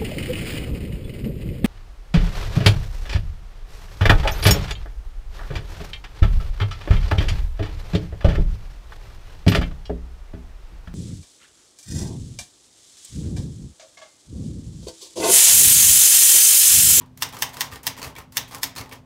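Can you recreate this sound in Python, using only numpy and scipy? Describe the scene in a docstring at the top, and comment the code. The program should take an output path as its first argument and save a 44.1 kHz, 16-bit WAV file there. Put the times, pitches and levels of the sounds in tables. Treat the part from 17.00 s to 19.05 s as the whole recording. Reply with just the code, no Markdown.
"""Slow typing on a manual typewriter

Six letters and two spaces are typed on a portable typewriter on a wooden table. Each type bar
swishes up, slaps the platen (the paper roller) and trips the escapement (the catch that lets the
carriage step along), ringing the steel frame. Between letters, levers tick, bars rattle back,
springs ring and the case thumps. A small, faintly humming room answers."""
import sys
import numpy as np
from scipy import signal
from scipy.fft import rfft, irfft, next_fast_len
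from scipy.io import wavfile
from scipy.ndimage import uniform_filter1d, map_coordinates

SR = 44100
rng = np.random.default_rng(int(sys.argv[2]) if len(sys.argv) > 2 else 0)


def inscribe(sig):
    """Save sig as 16-bit PCM at rate SR to the path in sys.argv[1].

    A 1-D sig is mono; a 2-D sig holds one channel per row.
    Samples are clipped to [-1, 1] before scaling.
    """
    pcm = np.round(np.clip(np.atleast_2d(sig).T, -1, 1) * 32767)
    wavfile.write(sys.argv[1], SR, pcm.astype(np.int16))


N = 90404
T = np.arange(SR // 3) / SR  # time within one short sound [s]

# ringing notes of springs and key levers (pitch [Hz], level [dB], t60: time to fade by 60 dB [s])
SPRINGS = [(885, -17, .16), (970, -19, .2), (1065, -21, .15), (1190, -24, .13), (1842, -21, .1),
           (3250, -21, .07)]
# tone colour of small metal parts knocking together (frequency [Hz], level [dB])
CLATTER = [(100, 3.5), (350, -5.5), (620, -8.5), (1000, 3.5), (1450, -3), (1900, -1.5), (3300, -5.5),
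           (5000, -5), (7500, -9), (10500, -11), (14000, -11), (16000, -14)]


def type_bars(swish_s=0.022, rebound_s=0.0087):
    """Each bar swishes up, slaps the roller, rings the frame and springs, and bounces once."""
    # bars hitting the roller (time [s], level [dB], treble [dB])
    strikes = [(0.2229, -11, -2.5), (0.4225, -10.5, -1), (0.6079, -11.5, -2), (0.8678, -13, 2.5),
               (1.37, -11.5, 1), (1.6317, -13, 2.5)]
    # contacts in one strike: slap, chatter, catches, settling (delay [s], level [dB], t60 [s])
    contacts = [(0, 1, 0.0087), (.001, -3, 0.021), (.0066, -11, 0.013), (.0086, -2, 0.0081),
                (.0098, -16.5, .03), (0.015, -24, 0.027)]
    # tone colour of the slap (frequency [Hz], level [dB])
    slap_tone = [(100, -8.5), (350, -24.5), (640, -13), (950, 0.5), (1400, -6.5), (1800, 2), (2100, -1.5),
                 (2750, -4), (3550, 1.5), (4000, -3.5), (5400, -1), (6600, -1), (7400, -6.5), (8400, -4.5),
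                 (10300, -9), (12500, -3), (13200, -6), (14200, -1.5), (15500, -3.5), (16000, -4)]
    # ringing notes of the steel frame and the basket of bars (pitch [Hz], level [dB], t60 [s])
    frame_notes = [(880, -21, 0.053), (1010, -20, 0.05), (1800, -11.5, 0.042), (1925, -16, .055),
                   (2778, -14, 0.065), (3092, -15.5, 0.06), (3440, -13, .045), (3665, -12, .05),
                   (4445, -15, 0.055), (4861, -16, .055), (5350, -9.5, 0.055), (5484, -15, .05),
                   (5923, -16, .05), (6171, -14, 0.055), (6397, -15, .05), (8086, -15.5, .05)]
    out, power = np.zeros(N), np.zeros(len(T))
    for delay, contact_db, t60 in contacts:
        add(power, delay, (amp(contact_db) * fade(t60)) ** 2)
    swish_rise = amp(24 * np.minimum(T / swish_s - 1, 0)) * (T < swish_s)
    for s, db, treble_db in strikes:
        slap = colour(even_noise(np.sqrt(power)), slap_tone, treble_db)
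        hit = slap + amp(-2) * ring(frame_notes, scatter_db=1)
        add(hit, rebound_s, amp(-7.5) * slap * fade(t60=0.08))
        springs = amp(-9) * ring(SPRINGS, scatter_db=-1.0)
        echo = amp(-8.5) * room(hit, build_s=0.0031, wall_db=-1.5, wall_t60=0.65)
        add(out, s, amp(db) * (hit + springs + echo))
        swish = colour(rng.standard_normal(len(T)) * swish_rise, CLATTER, treble_db=8)
        add(out, s - swish_s, amp(db - 24.5) * swish)
    return out


def levers():
    """Levers and catches tick, and the keys rattle as they come back up."""
    # single ticks (time [s], level [dB], treble [dB])
    ticks = [(0.06, -54, 1), (.175, -45, 12.5), (0.289, -42, 9.5), (.368, -28.5, -3), (.492, -48.5, 16),
             (0.569, -28, 1), (.758, -32.5, 1), (0.832, -57.5, 29.5), (.967, -37.5, -3), (1.067, -38, 4),
             (1.153, -39, -3), (1.164, -36.5, 0.5), (1.185, -38.5, 5.5), (1.323, -51.5, 16.5),
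             (1.547, -29, 4.5), (1.553, -40.5, 11), (1.583, -47.5, 14.5), (1.753, -43, 6), (1.893, -43, 3),
             (1.913, -38.5, -5), (1.931, -40.5, 7)]
    # rattles of key links and returning bars (time [s], length [s], level [dB], treble [dB])
    rattles = [(.001, 0.0047, -43.5, -10), (0.167, 0.023, -60.5, 9), (0.32, 0.027, -41.5, 0.5),
               (0.385, 0.0042, -45, 14.5), (0.525, 0.02, -42.5, 3.5), (0.578, 0.083, -52, 7),
               (0.708, 0.031, -43, 2), (0.828, 0.014, -44.5, 1.5), (0.97, 0.019, -41, 1.5),
               (1.068, 0.013, -41, -3), (1.17, 0.021, -43, -1), (1.318, 0.031, -55, 6.5),
               (1.475, 0.006, -50.5, 9), (1.508, 0.02, -40.5, 0), (1.548, 0.0094, -45.5, -11),
               (1.8, 0.058, -47.5, -9), (1.915, 0.023, -43, -1)]
    out = np.zeros(N)
    for s, db, treble_db in ticks:
        tick = even_noise(fade(t60=0.022))
        add(out, s, amp(db) * linkage(tick, treble_db, SPRINGS, ring_db=-4.5))
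    for s, length, db, treble_db in rattles:
        add(out, s, amp(db) * linkage(rattle(length), treble_db, SPRINGS, ring_db=-4.5))
    return out


def space_bar():
    """The carriage rattles one step along, with hard clacks that ring its toothed rail, the rack."""
    # carriage steps (time [s], length [s], level [dB], treble [dB])
    steps = [(1.017, 0.027, -40, 4.5), (1.762, 0.033, -39.5, 4.5)]
    # clacks of the space bar, its catch and the carriage stop (time [s], level [dB], treble [dB])
    clacks = [(1.0173, -31, -1), (1.029, -28, -1), (1.045, -28.5, -4), (1.762, -30.5, 1),
              (1.7791, -30.5, -2), (1.8, -43, -8), (1.811, -31, 1.5)]
    # ringing notes of the space bar and rack (pitch [Hz], level [dB], t60 [s])
    rack_notes = [(976, -20.5, .12), (1182, -14.5, 0.1), (1810, -20, 0.08), (2190, -14, 0.049),
                  (2545, -16, 0.05), (2810, -18, .04), (4300, -11.5, 0.028), (4490, -11.5, 0.033),
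                  (6500, -19.5, 0.041)]
    out = np.zeros(N)
    for s, length, db, treble_db in steps:
        add(out, s, amp(db) * linkage(rattle(length), treble_db, rack_notes, ring_db=-2))
    for s, db, treble_db in clacks:
        clack = colour(even_noise(fade(t60=0.022)), CLATTER, treble_db)
        ringing = amp(1.5) * ring(rack_notes, scatter_db=4)
        add(out, s, amp(db) * in_room(clack + ringing))
    return out


def returning_bars():
    """A bar clinks on its own note as it falls back into the basket."""
    # bars landing on their rest (time [s], pitch [Hz], level [dB])
    clinks = [(0.727, 1820, -36.5), (.758, 1840, -39.5), (0.984, 1850, -38), (1.162, 2276, -36),
              (1.182, 1840, -40), (1.915, 2252, -39.5), (1.927, 1830, -39.5)]
    # tones within one clink (multiple of the pitch, level [dB], t60 [s])
    bar_tones = [(1, -2.5, 0.1), (.93, -11.5, .04), (1.47, -6, 0.044)]
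    out = np.zeros(N)
    for s, hz, db in clinks:
        notes = [(hz * multiple, level, t60) for multiple, level, t60 in bar_tones]
        add(out, s, amp(db) * in_room(ring(notes, scatter_db=0)))
    return out


def case(attack_s=0.0042, pivot_hz=140):
    """Keys hitting bottom and springing back rock the case on the table."""
    # thumps; a lower tilt sounds deeper (time [s], level [dB], tilt [dB per octave])
    thumps = [(.004, -39, 2), (0.225, -38, 2), (0.257, -36, 2), (.335, -37.5, 0), (.425, -35, 1.5),
              (0.459, -39.5, -0.5), (0.611, -40.5, 5.5), (0.643, -34.5, 2.5), (0.724, -37, -2),
              (0.869, -35, 0), (0.905, -36, 1), (0.988, -41.5, 5), (1.058, -32.5, -4), (1.176, -34.5, -3),
              (1.374, -38, 3.5), (1.409, -36.5, 1), (1.55, -40, 3), (1.637, -34.5, 1.5),
              (1.794, -33.5, 1.5), (1.916, -41, 2)]
    # low notes of the case and table top (pitch [Hz], level [dB], t60 [s])
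    case_notes = [(65.8, -6.5, 0.26), (105, -4.5, 0.18), (142, -4.5, 0.2), (205.3, -13.5, 0.15),
                  (273.6, -10, 0.26), (364.4, -18.5, 0.14), (453, -11.5, 0.12)]
    out = np.zeros(N)
    soft_start = 1 - np.exp(-T / attack_s)
    for s, db, tilt_db in thumps:
        notes = [(hz, level + tilt_db * np.log2(hz / pivot_hz), t60) for hz, level, t60 in case_notes]
        add(out, s, amp(db) * ring(notes, scatter_db=3) * soft_start)
    return out


def linkage(contacts, treble_db, notes, ring_db):
    """Small knocks pass through the levers, set parts ringing and echo in the room."""
    body = ring(notes, scatter_db=5.5)
    ringing = amp(ring_db) * signal.fftconvolve(contacts, body / np.linalg.norm(body))[:len(T)]
    knocks = colour(contacts, CLATTER, treble_db)
    echo = amp(-3) * room(knocks + ringing / 2, build_s=0.0015, wall_db=10, wall_t60=0.44)
    return knocks + ringing + echo


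def rattle(length, taps_per_s=490, rise_s=0.0062, fade_s=0.016):
    """Many tiny random taps, dying away after `length` seconds."""
    taps = (rng.random(len(T)) < taps_per_s / SR) * amp(2.5 * rng.standard_normal(len(T)))
    # give every tap a short tail
    power = np.abs(irfft(rfft(taps ** 2) * rfft(fade(t60=0.022) ** 2), len(T)))
    shape = (1 - np.exp(-T / rise_s)) * np.exp(-np.maximum(T - length, 0) / fade_s)
    grains = even_noise(np.sqrt(power) * shape)
    return grains * np.linalg.norm(shape) / (np.linalg.norm(grains) + 1e-9)


def even_noise(envelope, passes=6, size=5400):
    """The harsh noise of metal on metal: even in tone, its loudness following the envelope."""
    x = rng.standard_normal(size) * envelope[:size]
    for _ in range(passes):
        spectrum = rfft(x)
        flattened = irfft(spectrum / (np.abs(spectrum) + 1e-12), size)
        x = np.sign(flattened) * envelope[:size]
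    return np.pad(x, (0, len(T) - size))


def ring(notes, scatter_db):
    """A struck part rings with fading pure tones, their levels varied at random by scatter_db."""
    return sum(amp(db + scatter_db * rng.standard_normal()) * fade(t60)
               * np.sin(2 * np.pi * (hz * T + rng.random())) for hz, db, t60 in notes)


def in_room(x):
    """A small metallic sound together with its echo."""
    return x + amp(-5.5) * room(x, build_s=0.0035, wall_db=17, wall_t60=0.13)


def room(x, build_s, wall_db, wall_t60):
    """A blurred echo builds up, dies quickly off the table and wall, then slowly in the room."""
    # how long the room rings (frequency [Hz], t60 [s])
    fade_times = [(150, 0.96), (1000, 0.41), (3500, 0.3), (7000, 0.22), (15000, 0.15)]
    # tone colour of the echo (frequency [Hz], level [dB])
    echo_tone = [(100, -10), (400, 5.5), (600, 5), (980, 6), (1450, -3), (2000, -0.5), (3200, 0.5),
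                 (4000, -1), (6000, -0.5), (15000, -0.5)]
    hz, t, bands = signal.stft(x, SR, nperseg=192)
    build = 1 - np.exp(-(t / build_s) ** 2)
    wall_boost = 1 + amp(wall_db) * fade(wall_t60, t)
    tail = (fade(along(fade_times, hz)[:, None], t) * build * wall_boost) ** 2
    tail /= tail.sum(1).mean()
    energy = np.abs(signal.fftconvolve(np.abs(bands) ** 2, tail, axes=1))[:, :len(t)]
    strength = np.sqrt(np.abs(uniform_filter1d(energy, 2, axis=0))) * amp(along(echo_tone, hz))[:, None]
    noise = signal.stft(rng.standard_normal(len(x)), SR, nperseg=192)[2]
    return signal.istft(strength * noise / noise.std(), SR)[1][:len(x)]


def background(hum_hz=253.8, waver_db=1.5, wavers_per_s=7.68):
    """Low room rumble and a faint, wavering hum."""
    # tone colour of the rumble (frequency [Hz], level [dB])
    rumble_tone = [(20, -47.5), (35, 10.5), (60, -1.5), (130, 5), (200, -6), (290, -15), (420, -18),
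                   (1000, -26.5), (2000, -32.5), (6000, -38.5), (16000, -50)]
    t = np.arange(N) / SR
    waver = map_coordinates(rng.standard_normal(64), [t * wavers_per_s], mode="mirror")
    hum = amp(waver_db * waver) * np.sin(2 * np.pi * hum_hz * t)
    rumble = colour(rng.standard_normal(N), rumble_tone)
    return amp(-50) * unit(rumble) + amp(-56.5) * unit(hum)


def colour(x, tone, treble_db=0, treble_hz=6800, size=4096):
    """Gives a sound a tone colour, then turns its treble up or down."""
    hz = np.fft.rfftfreq(size, 1 / SR)
    treble_share = 1 - 1 / (1 + (hz / treble_hz) ** 2) ** 2
    gain = unit(amp(along(tone, hz))) * amp(treble_db * treble_share)
    # build the filter so that it rings only after a hit, never before
    cepstrum = irfft(np.log(gain + 1e-6))
    cepstrum[1:size // 2] *= 2
    cepstrum[size // 2 + 1:] = 0
    response = irfft(np.exp(rfft(cepstrum)))
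    return signal.fftconvolve(x, response)[:len(x)]


def amp(db):
    """Turns decibels into a volume multiplier."""
    return 10 ** (np.asarray(db) / 20)


def unit(x):
    """Scales a signal to an average (rms) level of 1."""
    return x / np.sqrt(np.mean(x ** 2) + 1e-20)


def along(points, hz):
    """Reads between the rows of a (frequency, value) table on a musical (log) scale."""
    frequencies, values = np.transpose(points)
    return np.interp(np.log(hz + 1), np.log(frequencies + 1), values)


def fade(t60, t=T):
    """A smooth fade that drops 60 dB every t60 seconds."""
    return np.exp(-np.log(1000) * t / t60)


def add(track, s, sound):
    """Mixes a sound into the track at s seconds."""
    start = max(round(s * SR), 0)
    part = sound[:max(len(track) - start, 0)]
    track[start:start + len(part)] += part


def scene():
    """The typewriter in its room, in mono."""
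    return (type_bars() + levers() + space_bar() + returning_bars() + case() + background())[None]


def record(dry, peak_db=-4, low_hz=40, top_hz=15900):
    """The microphone rounds off the loudest peaks and loses the deepest bass and highest treble."""
    rounded = dry / (1 + (dry / amp(peak_db)) ** 4) ** 0.25
    size = next_fast_len(N + SR // 2)
    hz = np.fft.rfftfreq(size, 1 / SR)
    bass_cut = (1 - np.exp(-(hz / low_hz) ** 2)) ** 2
    treble_cut = (1 - np.tanh((hz - top_hz) / 200)) / 2
    return irfft(rfft(rounded, size) * bass_cut * treble_cut, size)[..., :N]


dry = scene()
out = record(dry)
inscribe(out)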